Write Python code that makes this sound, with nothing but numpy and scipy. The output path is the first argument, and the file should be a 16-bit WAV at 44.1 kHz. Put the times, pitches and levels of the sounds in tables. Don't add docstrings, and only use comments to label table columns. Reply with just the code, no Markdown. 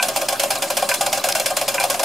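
import sys
import numpy as np
from scipy import signal
from scipy.io import wavfile

SR = 44100
rng = np.random.default_rng(int(sys.argv[2]) if len(sys.argv) > 2 else 0)


def magnitude_from_level(level_db):
    exponent = np.asarray(level_db, float) / 20
    return 10 ** exponent


def put_to_file(sound):
    columns = np.atleast_2d(sound).T
    safe = np.clip(columns, -1, 1)
    whole_steps = np.round(safe * 32767)
    wavfile.write(sys.argv[1], SR, whole_steps.astype(np.int16))


N = 89964

# start_s, hiss_peak_db, thump_relative_db, hold_ms
DOWN_STROKES = [(0.0255, -5, -12, 5.3), (0.16, -8.5, -7.5, 17), (0.2852, -7.5, -6.5, 6.6),
                (0.396, -5.5, -12.5, 6.7), (0.5047, -6, -8.5, 6.4), (0.6209, -9, -5.5, 9),
                (0.7688, -5.5, -10.5, 8.7), (0.8896, -4, -6.5, 1.3), (1.0091, -7, -6.5, 6.6),
                (1.1277, -4.5, -8, 3.1), (1.2397, -5.5, -10, 2.5), (1.3504, -5, -12.5, 1.7),
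                (1.4586, -6.5, -12.5, 8.2), (1.5672, -5.5, -12.5, 5.2), (1.6796, -7, -7.5, 11),
                (1.7985, -7.5, -6.5, 1.7), (1.8991, -7.5, -9, 9.4), (1.9936, -9, -5.5, 5.9)]
# start_s, hiss_peak_db, thump_relative_db, hold_ms
RETURN_STROKES = [(0.0842, -9, -7.5, 6.5), (0.2145, -11.5, -2, 8), (0.3247, -11.5, -2.5, 9.2),
                  (0.4332, -7.5, -5.5, 7.4), (0.5527, -14.5, -0.5, 8.6), (0.7023, -8, -6.5, 5.7),
                  (0.8233, -10.5, 0, 2.5), (0.9393, -6.5, -15, 9.2), (1.0627, -8, -3.5, 6.9),
                  (1.1742, -12, -2.5, 6.8), (1.287, -4, -11.5, 2.7), (1.398, -7.5, -13, 5.1),
                  (1.5029, -14.5, 2, 8.6), (1.6122, -8.5, -7, 4.3), (1.7426, -7, -6, 1.8),
                  (1.8377, -6.5, -6, 3.9), (1.942, -11.5, -6, 7.7), (2.0314, -6.5, -3, 5)]
# freq_hz, level_db_per_hz
PUFF_SPECTRUM = [(530, -70), (900, -2.5), (1900, -26.5), (2330, -1), (3770, -7.5), (5040, -4), (10200, -5),
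                 (13800, -8), (16000, -22)]
# freq_hz, level_db, t60_s
BASE_MODES = [(557, -2.5, 0.11), (595.5, -8.5, 0.15), (642.7, -2.5, 0.085), (720, 3, 0.04),
              (724.3, -5, 0.091), (784.7, -3.5, 0.089), (1001, -7, 0.054), (1082, -8, 0.11),
              (1214, -13, 0.15), (1030, -47, 0.031), (666, -5, 0.033)]
# freq_hz, level_db, t60_s
FRAME_MODES = [(1461, 1.5, 0.024), (1601, -5, 0.11), (1702, -4.5, 0.037), (2370, -6, 0.067),
               (2474, -8.5, 0.049), (2737, -7.5, 0.078), (3100, -9.5, 0.079), (3420, -3, 0.052),
               (4130, -9, 0.094), (5038, 2.5, 0.027), (6970, 3.5, 0.016), (8620, 7.5, 0.0078),
               (9200, -25, 0.017), (9900, -24, 0.024)]
# start_s, peak_db, favoured_pitch_hz
JOLTS = [(0.028, -11.5, 725), (0.054, -12, 716), (0.085, -15, 644), (0.162, -15.5, 899), (0.162, -17, 780),
         (0.224, -13, 573), (0.243, -15, 625), (0.287, -14, 760), (0.329, -15, 720), (0.397, -14, 555),
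         (0.422, -32, 746), (0.438, -9, 640), (0.506, -10.5, 820), (0.558, -16, 730), (0.622, -19, 552),
         (0.702, -14.5, 910), (0.705, -13, 660), (0.77, -14, 570), (0.777, -11.5, 615), (0.828, -10, 619),
         (0.898, -14.5, 557), (0.923, -20, 706), (0.945, -21.5, 615), (1.01, -7.5, 770), (1.068, -14, 590),
         (1.129, -10.5, 775), (1.177, -9.5, 613), (1.219, -40, 686), (1.245, -7.5, 714), (1.272, -10, 584),
         (1.291, -9, 656), (1.355, -11, 660), (1.385, -18, 710), (1.4, -9.5, 587), (1.426, -20, 590),
         (1.462, -13, 554), (1.505, -10.5, 714), (1.569, -14, 552), (1.616, -11, 623), (1.682, -12, 554),
         (1.744, -37, 700), (1.746, -13, 557), (1.801, -12, 821), (1.841, -4, 690), (1.9, -9, 572),
         (1.947, -13, 730), (1.972, -17, 566), (1.996, -17, 553),
         (.008, -16, 710),
    (.042, -16, 735),
    (.066, -18.5, 720),
    (.091, -16.5, 640),
    (.891, -22, 620),
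    (1.810, -14, 760),
    (1.862, -19, 590),
    (2.033, -13, 710),
]
# start_s, peak_db, low_lean_db_per_octave
KNOCKS = [
    (-.008, -8.5, -6.5),
    (0.9123, -12.5, -0.5),
    (1.7793, -14, -0.5),
    (1.808, -22, 0),
]
# freq_hz, level_db, t60_s
LINK_MODES = [(987, -9.5, 0.12), (1080, -17, 0.052), (1440, -12, 0.05), (1545, -6, 0.088),
              (1770, -7, 0.016), (2050, -5, 0.016), (2380, -5.5, 0.053), (2510, -4, 0.034),
              (2595, -16, 0.052), (2750, -5, .02)]
# start_s, peak_db, centre_hz, length_ms
TICKS = [(.011, -25, 5400, 0.91), (0.15, -37, 5000, 1.1), (.359, -26, 4000, 1.0), (0.565, -21, 5000, 0.9),
         (0.585, -21, 9000, 1.3), (.984, -34, 6000, 0.64), (1.121, -23, 5460, 1.5), (1.321, -20, 9000, 1.1),
         (1.3225, -11.5, 5100, 2.4), (1.3265, -18, 2600, 1.1), (1.830, -17, 5030, 1.3),
         (1.929, -18, 6000, 1.3)]
# start_s, peak_db, centre_hz
SLAPS = [(0.0263, 1, 4000), (0.0862, 0, 8650), (0.162, -4, 8570), (0.2862, 0, 5290), (0.397, 2, 4950),
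         (0.4344, -4, 8350), (0.5067, -1, 10400), (0.6215, -7, 5190), (0.7038, -14, 3420),
         (0.7692, -9, 4970), (0.8894, -19, 6900), (1.0096, -20, 4190), (1.1288, -9, 6840),
         (1.2396, -1.5, 3440), (1.3224, -6, 5170), (1.3508, -8, 5020), (1.3987, 7.5, 8700),
         (1.4601, 1, 4900), (1.5678, -4, 6910), (1.6801, -4, 5100), (1.9011, 8, 9100), (1.9944, -4, 3420)]
# start_s, peak_db, pitch_hz, length_ms
SQUEAKS = [
    (.576, -24, 4000, 5.6),
    (.84, -31, 3950, 18),
    (.958, -33, 4130, 11),
    (.972, -34, 4050, 14),
    (1.195, -27, 3960, 11),
    (1.405, -40, 4080, 28),
    (1.803, -26, 2370, 36),
]
# freq_hz, level_db_per_hz
LEAK_SPECTRUM = [(530, -50), (900, -5), (1600, -8.5), (1880, -13.5), (2470, -10.5), (9880, -12.5),
                 (13700, -19), (16000, -25)]
# freq_hz, level_db_per_hz
HUM_SPECTRUM = [(25, -13.5), (60, -21), (95, -8.5), (124, -2.5), (250, -2), (420, 2.5), (500, -8.5),
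                (900, -14)]
# freq_hz, level_db_rms
HUM_LINES = [(123, -54), (216, -50), (266, -52.5), (338, -51)]
# freq_hz, likeness_0_to_1
LIKENESS = [(60, 0.87), (180, 0.93), (550, 0.94), (1650, 0.66), (4970, 0.74), (15000, 0.69)]


def rms_one(x):
    return x / np.sqrt(np.mean(x ** 2) + 1e-20)


def at_hz(points, hz):
    freq_hz, value = np.array(points)[:, :2].T
    return np.interp(np.log(hz), np.log(freq_hz), value)


def drift(rate_hz):
    r = np.exp(-80 * np.pi * rate_hz / SR)
    slow = signal.lfilter([1], [1, -2 * r, r * r], rng.standard_normal(N // 40 + 2002))[2000:]
    return np.interp(np.arange(N) / 40, np.arange(len(slow)), rms_one(slow))


def ring(clicks, hz, t60_s):
    r = magnitude_from_level(-60 / (abs(t60_s) * SR))
    w = 2 * np.pi * hz / SR
    return signal.lfilter([0, np.sin(w)], [1, -2 * r * np.cos(w), r * r], clicks + 1e-18)


def air(spectrum, patchy_db, rate_hz):
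    low_hz, high_hz = spectrum[0][0] / 1.3, min(spectrum[-1][0] * 1.05, 19000)
    edges_hz = np.geomspace(low_hz, high_hz, int(3 * np.log2(high_hz / low_hz)) + 1)
    white = rng.standard_normal((2, 2, N))
    out = 0
    for k, (a, b) in enumerate(zip(edges_hz, edges_hz[1:])):
        band = signal.butter(2, [a, b], "band", fs=SR, output="sos")
        mid, side = signal.sosfilt(band, white[k % 2])
        centre_hz = np.sqrt(a * b)
        alike = np.clip(at_hz(LIKENESS, centre_hz), 0, 1)
        gain = magnitude_from_level(at_hz(spectrum, centre_hz) + patchy_db * drift(rate_hz))
        out = out + gain * (np.sqrt(1 + alike) * mid + np.sqrt(1 - alike) * side * [[1], [-1]])
    return rms_one(out)


def strokes(rows, rise_s, fall_s, tail_db, tail_s):
    load_lag_s = 0.00018
    t = np.arange(N) / SR

    def port(start_s, level_db, hold_s, bleed_db, bleed_s):
        u = t - start_s
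        opened = np.clip(u / rise_s + 1, 0, 2) / 2
        burst = np.exp(-np.clip(u - hold_s, 0, None) / fall_s)
        bleed = magnitude_from_level(bleed_db) * np.exp(-np.clip(u, 0, None) / bleed_s)
        return (magnitude_from_level(level_db) * opened ** 0.84) ** 2 * (burst ** 2 + bleed ** 2)

    hiss, load, blows = np.zeros((3, N))
    for start_s, hiss_db, rel_db, hold_ms in rows:
        load_s, load_db, hold_s = start_s + load_lag_s, hiss_db + rel_db, hold_ms / 1000
        hiss += port(start_s, hiss_db, hold_s, tail_db, tail_s)
        load += port(load_s, load_db, 0.37 * hold_s, tail_db - 2, 1.2 * tail_s)
        for late_s, gain_db in ((0, -4), (rise_s, 0), (2 * rise_s, -3)):
            blows[int((load_s + late_s) * SR)] = magnitude_from_level(load_db + 13.5 + gain_db)
    return hiss, load, blows


def puffs(hiss):
    swell = magnitude_from_level(-12.5) * np.sqrt(hiss) * magnitude_from_level(0.25 * drift(135))
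    return swell * air(PUFF_SPECTRUM, patchy_db=1.5, rate_hz=62)


def rattle(effort, modes, blows):
    clicks_per_s, spread_db = 2200, 2.5
    born = rng.random(N) < clicks_per_s / SR
    sizes = born * magnitude_from_level(spread_db * np.minimum(rng.exponential(1, N), 3))
    strengths = rng.standard_normal((len(modes), N))
    steady, out = 0, 0
    for k, (hz, level_db, t60_s) in zip(strengths, modes):
        uneven_blows = blows * np.sign(k) * magnitude_from_level(1.6 * np.tanh(k[::-1]))
        steady = steady + magnitude_from_level(level_db) * ring(sizes * k, hz, t60_s)
        out = out + magnitude_from_level(level_db) * ring(sizes * k * effort + uneven_blows, hz, t60_s)
    return out / np.sqrt(np.mean(steady ** 2))


def base_jolts():
    rise_s, lead_s, narrow_db_per_octave = 0.00294, 0.0035, 48
    start_s, peak_db, favoured_hz = np.transpose(JOLTS)
    t = np.arange(int(rise_s * SR)) / SR
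    mode_hz, mode_db = np.array(BASE_MODES)[:, :2].T[..., None]
    shares = magnitude_from_level(-narrow_db_per_octave * np.abs(np.log2(mode_hz / favoured_hz)) + 0.5 * mode_db)
    shares = shares / np.sqrt(np.sum(shares ** 2, axis=0))
    out = 0
    for share, (hz, _, t60_s) in zip(shares, BASE_MODES):
        clicks = np.zeros(N)
        np.add.at(clicks, ((start_s - lead_s) * SR).astype(int), magnitude_from_level(peak_db - 3.5) * share)
        contact = signal.lfilter(2 / len(t) * np.cos(2 * np.pi * hz * t), 1, clicks)
        out = out + ring(contact, hz, t60_s)
    return out


def link_knocks():
    contact_s, lows_late_s_per_octave, scatter_db, scatter_s = 0.0011, 0.00062, -18, 0.0036
    t = np.arange(-1000, N) / SR
    out = 0
    for hz, level_db, t60_s in LINK_MODES:
        contact, rough = 0, rng.standard_normal(len(t))
        for start_s, peak_db, lows_db in KNOCKS:
            u = t - start_s - lows_late_s_per_octave * np.log2(3400 / hz)
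            strike = np.exp(-np.abs(u) / contact_s) * np.sin(2 * np.pi * hz * u)
            scatter = magnitude_from_level(scatter_db) * np.exp(-np.abs(u) / scatter_s) * rough
            gain = magnitude_from_level(peak_db + lows_db * np.log2(2000 / hz))
            contact = contact + gain * (u > 0) * (strike + scatter)
        out = out + magnitude_from_level(level_db - 23) * ring(contact, hz, t60_s)
    return out[-N:]


def valve_ticks():
    slap_db, slap_ms, tick_q = -16, 1.3, 2.8
    t = np.arange(600) / SR
    out = np.zeros(N + len(t))
    rows = TICKS + [(s, db + slap_db, hz, slap_ms) for s, db, hz in SLAPS]
    noises = rng.standard_normal((len(rows), len(t)))
    for (start_s, peak_db, hz, length_ms), noise in zip(rows, noises):
        spit = rms_one(signal.lfilter(*signal.iirpeak(hz, tick_q, fs=SR), noise))
        u = t * 1000 / length_ms
        i = int(start_s * SR)
        out[i:i + len(t)] += magnitude_from_level(peak_db - 3) * spit * np.minimum(u, 1) * np.exp(1 - u)
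    return out[:N]


def squeaks():
    t = np.arange(N) / SR
    waver = np.cumsum(60 * drift(55)) / SR
    out = 0
    for start_s, peak_db, hz, length_ms in SQUEAKS:
        swell = np.sin(np.pi * np.clip((t - start_s) * 1000 / length_ms, 0, 1))
        out = out + magnitude_from_level(peak_db + 3 * drift(80)) * swell * np.sin(2 * np.pi * (hz * t + waver))
    return out


def shudder(hiss):
    gusts = rng.standard_normal((3, N)) * np.sqrt(hiss + 0.0003) * magnitude_from_level(5.7 * drift(5.5))
    low = signal.sosfilt(signal.butter(2, 80, fs=SR, output="sos"), gusts)
    return magnitude_from_level(-59) * rms_one(low[0] + 0.67 * low[1:])


def leak():
    return magnitude_from_level(-31.5) * air(LEAK_SPECTRUM, patchy_db=3.5, rate_hz=27)


def room(x):
    t60_s, wall_cut_hz = 0.097, 31000
    dull = np.exp(-2 * np.pi * wall_cut_hz / SR)
    out = np.zeros((2, N))
    lags = (rng.uniform(0.008, 0.035, size=16) * SR).astype(int)
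    for k, lag in enumerate(lags):
        loop, gain, state = x.copy(), magnitude_from_level(-60 * lag / SR / t60_s), [0.]
        for i in range(lag, N, lag):
            back, state = signal.lfilter([gain * (1 - dull)], [1, -dull], loop[i - lag:i], zi=state)
            loop[i:i + lag] += back[:N - i]
        out[k % 2] += (loop - x) * (-1) ** (k // 2)
    return out


def hum():
    t = np.arange(N) / SR
    out = magnitude_from_level(-40) * air(HUM_SPECTRUM, patchy_db=1, rate_hz=30)
    for hz, level_db in HUM_LINES:
        level = np.sqrt(2) * magnitude_from_level(level_db + 1.7 * drift(8.2))
        out = out + level * np.sin(2 * np.pi * hz * t + 1.54 * drift(1.76))
    return out


def scene():
    down = strokes(DOWN_STROKES, rise_s=0.0014, fall_s=0.0041, tail_db=-1.5, tail_s=0.03)
    back = strokes(RETURN_STROKES, rise_s=0.0021, fall_s=0.0018, tail_db=-1.5, tail_s=0.02)
    hiss, load, blows = np.add(down, back)
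    exhaust = puffs(hiss)
    idle_db = -38.5
    base_effort = np.sqrt(load + magnitude_from_level(2 * idle_db + 7))
    frame_effort = np.sqrt(hiss + magnitude_from_level(2 * idle_db))
    base = magnitude_from_level(-4) * rattle(base_effort, BASE_MODES, magnitude_from_level(-10) * blows) + base_jolts()
    frame = magnitude_from_level(-16) * rattle(frame_effort, FRAME_MODES, magnitude_from_level(-1) * blows)
    body_cut = signal.cheby1(8, 1, 516, "high", fs=SR, output="sos")
    parts = signal.sosfilt(body_cut, base + frame + link_knocks() + valve_ticks() + squeaks())
    echoes = magnitude_from_level(-15) * room(parts + exhaust.mean(axis=0))
    return exhaust + parts + echoes + shudder(hiss) + leak() + hum()


def top_cut(x):
    return signal.sosfilt(signal.butter(12, 15700, fs=SR, output="sos"), x)


def record(dry):
    mic_top_hz, offset = 15650, -0.0028
    mix = signal.sosfilt(signal.cheby1(10, 1, mic_top_hz, fs=SR, output="sos"), dry) + offset
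    return top_cut(mix)


dry = scene()
out = record(dry)
put_to_file(out)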